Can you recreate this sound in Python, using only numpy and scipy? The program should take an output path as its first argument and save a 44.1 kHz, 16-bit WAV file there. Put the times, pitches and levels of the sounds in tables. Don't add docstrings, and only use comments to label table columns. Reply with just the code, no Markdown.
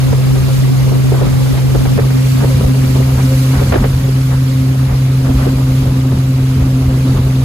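import sys
import numpy as np
from scipy import signal
from scipy.fft import rfft, irfft
from scipy.io import wavfile
from scipy.ndimage import uniform_filter1d, minimum_filter1d

SR = 44100
rng = np.random.default_rng(int(sys.argv[2]) if len(sys.argv) > 2 else 0)


def pcm_store(signal):
    levels = np.round(np.clip(np.atleast_2d(signal), -1, 1) * 32767)
    wavfile.write(sys.argv[1], SR, levels.astype(np.int16).T)


N = 328104
TIME, HZ = np.arange(N) / SR, np.fft.rfftfreq(N, 1 / SR)
CONTROL_TIME = np.linspace(0, N / SR, 16384)

# time_s, rate_hz
FIRING_RATE = [(0, 131), (.7, 131.4), (1.1, 130.8), (2.7, 130.6), (3.9, 131.6), (4.7, 131.1), (7.44, 130.6)]
# time_s, level_db
FUNDAMENTAL_LEVEL = [(0, -10.5), (.7, -9.5), (1.85, -11), (2.3, -10), (3.5, -10), (3.85, -11.5), (4.3, -11),
                     (7.44, -11)]
# time_s, level_db
OCTAVE_LEVEL = [(0, -20.5), (.6, -23), (1.25, -19), (3.4, -21), (3.85, -25.5), (4.6, -22.5), (5.08, -27.5),
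                (5.3, -16), (6.25, -23.5), (6.7, -18.5), (7.44, -23.5)]
# firing_rate_multiple, relative_level_db
PARTIALS = [(1.5, -44), (3, -43.5), (4, -41), (22, -58)]
# time_s, gain_db
PARTIAL_SWELL = [(0, 3), (2.2, -0.5), (3, 7.5), (4, -2), (7.44, -1)]

def exhaust(force, max_dip_db=4, jitter_rad=0.064, smear_rad=1.48):
    phase = 2 * np.pi * np.cumsum(curve(FIRING_RATE)) / SR + jitter_rad * wander(8.4)
    note_lag_rad, octave_lag_rad = np.array([[0], [0.96]]), np.array([[0], [2.845]])
    dip_db = max_dip_db / (1 + force ** -3)
    note_db = curve(FUNDAMENTAL_LEVEL) - dip_db + 0.77 * wander(37)
    note = gain_of(note_db) * np.cos(phase - note_lag_rad)
    octave_db = curve(OCTAVE_LEVEL) - dip_db + 3.0 * wander(26)
    octave = gain_of(octave_db) * np.cos(2 * phase + 2.87 + 0.12 * wander(52) - octave_lag_rad)
    upper = sum(gain_of(db + 4.5 * wander(13)) * np.cos(multiple * phase + smear_rad * wander(11.3))
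                for multiple, db in PARTIALS)
    return np.sqrt(2) * (note + octave + upper * gain_of(curve(PARTIAL_SWELL)))


# frequency_hz, relative_level_db
RUMBLE_SPECTRUM = [(10, -34), (25, -24), (45, -4.5), (72, 0.5), (105, -6), (160, -9.5), (230, -13.5),
                   (310, -28.5), (500, -36), (1200, -100)]
# frequency_hz, relative_level_db
FLUTTER_SPECTRUM = [(100, -30), (220, -5), (340, 2.5), (520, -1.5), (750, -7), (1200, -11), (2000, -27),
                    (4000, -22.5), (9000, -70)]
# time_s, level_db
FLUTTER_LEVEL = [(0, -25), (1.2, -22.5), (2.3, -26.5), (3.0, -25), (4.3, -28), (5.4, -25.5), (6.2, -26.5),
                 (7.44, -26.5)]
# frequency_hz, correlation
WIND_CORRELATION = [(60, 0.8), (180, 0.68), (290, -0.28), (400, 0.17), (520, 0.36), (1000, 0.63),
                    (2500, -0.2)]
WIND_LAG_S = -0.00012

def wind(force, rumble_db=-13, flutter_exponent=0.43):
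    rumble = port_noise(RUMBLE_SPECTRUM, WIND_CORRELATION)
    rumble = unit_rms(rumble * gain_of(1.5 * wander(36))) * gain_of(rumble_db)
    flutter = port_noise(FLUTTER_SPECTRUM, WIND_CORRELATION, left_lag_s=WIND_LAG_S)
    flutter = unit_rms(flutter * gain_of(2.0 * wander(24))) * gain_of(curve(FLUTTER_LEVEL))
    return rumble * force + flutter * force ** flutter_exponent


# crest_s, strength_db, half_width_s
STERN_GUSTS = [(.11, -3, 0.023), (.44, -10, 0.049), (.9, -5, 0.047), (1.26, -2.5, 0.079),
               (1.55, -8.5, 0.051), (1.81, -4, 0.083), (2.0, -0.5, 0.045), (2.42, -3, 0.046),
               (2.62, 1, 0.07), (2.96, -5, 0.087), (3.16, -2.5, 0.043), (3.6, 1, .04), (3.77, 2, 0.075),
               (4.0, -5, 0.088), (4.53, -20, 0.019), (4.71, -7, 0.023), (4.92, 1, 0.023),
               (5.3, -3.5, 0.077), (5.5, -5, 0.11), (5.88, -1.5, 0.057), (6.14, -3, .04),
               (6.62, -1.5, 0.055), (6.89, -5.5, 0.066), (7.18, -1, 0.086)]

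def wind_force(headwind_db=-9.5):
    return np.hypot(gain_of(headwind_db), swells(STERN_GUSTS))


# start_s, relative_peak_db, relative_treble_db
EDDIES = [(.126, -8, -21), (.354, -16, -22), (0.918, -11.5, -32), (1.119, -5.5, -30), (1.139, -9, -18),
          (1.215, -3, -25), (1.748, -5, -21), (1.852, -12, -18), (1.977, -11, -15), (1.985, 0.5, -16),
          (2.103, -15, -11), (2.421, -12, -18), (2.438, -7, -24), (2.608, -10.5, -21), (2.641, -10, -31),
          (3.002, -11, -41), (3.614, -10, -22), (3.721, -3.5, -13), (3.738, -5.5, -12), (3.755, -1.5, -17),
          (3.84, -6, -14), (4.083, -14, -35), (5.288, -13.5, -24), (5.466, -6, -32), (5.825, -21, -34),
          (7.147, -18, -24)]
# frequency_hz, relative_level_db
EDDY_SPECTRUM = [(30, -24), (80, -18), (250, -4), (380, 3.5), (480, 4), (600, -3.5), (750, -8),
                 (1000, -11.5), (1500, -9), (2400, -17.5), (4500, -32), (10000, -58)]

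def buffets(gain_db=-6.5, neutral_treble_db=-13, rise_s=0.0047, trail_s=0.017, ragged_db=2.6):
    mix, t = np.zeros((2, N)), np.arange(4096) / SR
    ragged = gain_of(ragged_db * wander(430))
    rise = t / rise_s
    trail = .09 * (1 - np.exp(-rise)) * np.exp(-t / trail_s)
    envelope = rise * np.exp(1 - rise) + trail
    envelope_rms = np.sqrt(np.mean(envelope ** 2))
    for start_s, peak_db, treble_db in EDDIES:
        noise = port_noise(EDDY_SPECTRUM, WIND_CORRELATION, size=len(t), left_lag_s=WIND_LAG_S,
                           tilt_db_per_octave=0.97 * (treble_db - neutral_treble_db))
        puff = unit_rms(envelope * noise) * envelope_rms
        add(mix, start_s - .001, gain_of(peak_db + gain_db) * puff)
    return mix * ragged


# time_s, relative_level_db
SPRAY_LEVEL = [(0, -35), (2.08, -35.5), (2.36, -33.2), (2.52, -35), (3.13, -35), (3.3, -33), (3.6, -34),
               (3.83, -36.5), (4.65, -37), (5.1, -38), (5.65, -37), (6.1, -39), (7.44, -38)]
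# frequency_hz, relative_level_db
WAKE_SPECTRUM = [(100, -31), (450, 8.5), (850, 4), (1200, 10.5), (1900, 9), (2800, 7.5), (3600, 6),
                 (4800, 6), (5600, 2.5), (7500, 3), (10000, 0.5), (12500, 1.5), (14300, 1), (15600, -70)]
# frequency_hz, correlation
WAKE_CORRELATION = [(500, -0.097), (1000, -0.71), (1800, 0.37), (2300, -0.38), (3200, -0.24), (5200, 0.24),
                    (5900, 0.66), (6500, 0.63), (7100, -0.47), (8500, 1), (11800, 1), (15000, 0.08)]
# frequency_hz, left_minus_right_db
WAKE_LEVEL_DIFFERENCE = [(1000, -1.5), (4000, -0.5), (5000, -3.5), (5800, -6), (7500, -0.5), (10000, -0.5)]

def wake(gain_db=6.5, fizz_db=2.0, gurgle_db=1.1, drift_db=.7, seethe_db=0.56, gurgle_top_hz=5000):
    hiss = port_noise(WAKE_SPECTRUM, WAKE_CORRELATION, left_lag_s=13 / SR,
                      balance_db=spectrum_at(WAKE_LEVEL_DIFFERENCE, HZ))
    hz, t, spectra = signal.stft(hiss, SR, nperseg=1024)
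    fizz = fizz_db * patches(spectra.shape, bins=2, frames=9)
    clouds = gurgle_db * patches(spectra.shape, bins=9, frames=18)
    drift = drift_db * patches(spectra.shape, bins=8, frames=60)
    gurgle = (clouds + drift) / (1 + (hz[:, None] / gurgle_top_hz) ** 2)
    spray_db = curve(SPRAY_LEVEL, t)
    tilt = 0.28 * np.outer(np.tanh(np.log((hz + 1) / gurgle_top_hz)), spray_db - spray_db.mean())
    hiss = signal.istft(spectra * gain_of(fizz + gurgle + tilt))[1][:, :N]
    return unit_rms(hiss) * gain_of(curve(SPRAY_LEVEL) + gain_db + seethe_db * wander(6.1))


# crest_s, level_db, half_width_s
WATER_SHEETS = [(1.23, -33, .075), (2.42, -27.5, .029), (3.19, -28, 0.028), (3.57, -24.5, 0.029),
                (3.787, -29.5, 0.069), (4.325, -27, 0.02), (4.906, -28, 0.017), (5.26, -26, .013),
                (5.43, -27.5, .055), (7.157, -38, 0.034)]
# frequency_hz, relative_level_db
SHEET_SPECTRUM = [(200, -36), (550, 5.5), (850, 3.5), (1300, 3.5), (2000, -2), (3500, -26), (8000, -45)]

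def surges(churn_db=2.5):
    splash = port_noise(SHEET_SPECTRUM, WIND_CORRELATION, left_lag_s=WIND_LAG_S)
    return swells(WATER_SHEETS) * unit_rms(splash * gain_of(churn_db * wander(70)))


def port_noise(spectrum, correlation, size=N, left_lag_s=0, balance_db=0, tilt_db_per_octave=0):
    hz = np.fft.rfftfreq(size, 1 / SR)
    common, independent = rfft(rng.standard_normal((2, size)))
    likeness = np.clip(spectrum_at(correlation, hz), -.99, .99)
    left = common * np.exp(-2j * np.pi * hz * left_lag_s) * gain_of(balance_db / 2)
    right = (likeness * common + np.sqrt(1 - likeness ** 2) * independent) / gain_of(balance_db / 2)
    octaves = np.log2(np.maximum(hz / 700, 1))
    colour = gain_of(spectrum_at(spectrum, hz) + tilt_db_per_octave * octaves)
    return unit_rms(irfft(np.array([left, right]) * colour, size))


def wander(rate_hz):
    hz = np.fft.rfftfreq(len(CONTROL_TIME), CONTROL_TIME[1])
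    slow = irfft(rfft(rng.standard_normal(len(CONTROL_TIME))) / (1 + (hz / rate_hz) ** 4))
    return np.interp(TIME, CONTROL_TIME, unit_rms(slow))


def patches(shape, bins, frames):
    field = rng.standard_normal(shape[::-1]).T
    return unit_rms(uniform_filter1d(uniform_filter1d(field, bins, axis=0), frames, axis=1))


def swells(rows):
    total = sum(gain_of(db) * np.exp(-.5 * ((CONTROL_TIME - crest_s) / half_width_s) ** 2)
                for crest_s, db, half_width_s in rows)
    return np.interp(TIME, CONTROL_TIME, total)


def curve(rows, t=TIME):
    return np.interp(t, *np.transpose(rows))


def spectrum_at(rows, hz):
    row_hz, values = np.transpose(rows)
    return np.interp(np.log(hz + 1), np.log(row_hz + 1), values)


def gain_of(db):
    return 10 ** (np.asarray(db) / 20)


def unit_rms(x):
    return x / np.sqrt(np.mean(x ** 2) + 1e-20)


def add(mix, start_s, sound):
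    part = mix[:, max(round(start_s * SR), 0):][:, :sound.shape[1]]
    part += sound[:, :part.shape[1]]


def scene():
    force = wind_force()
    return exhaust(force) + wind(force) + surges() + wake() + buffets()


# time_s, crossover_hz
MONO_CROSSOVER = [(0, 5), (1.92, 5), (2.0, 170), (2.3, 200), (2.7, 255), (3.4, 330), (4.8, 305), (5.8, 384),
                  (7.44, 490)]

def record(dry, ceiling=.92, band_edge_hz=15617):
    left, right = dry
    hz, t, difference = signal.stft(right - left, SR, nperseg=2048)
    high_pass = 1 / (1 - 1j * (curve(MONO_CROSSOVER, t) / (hz[:, None] + 1)) ** 8)
    pair = np.array([left, left + signal.istft(difference * high_pass, SR)[1][:N]])
    allowed_gain = np.minimum(1, ceiling / (abs(pair).max(0) + 1e-9))
    limited = pair * uniform_filter1d(minimum_filter1d(allowed_gain, size=200), size=200)
    low_pass = signal.firwin(511, band_edge_hz, window=("kaiser", 9), fs=SR)
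    return signal.oaconvolve(limited, low_pass[None], "same")


dry = scene()
out = record(dry)
pcm_store(out)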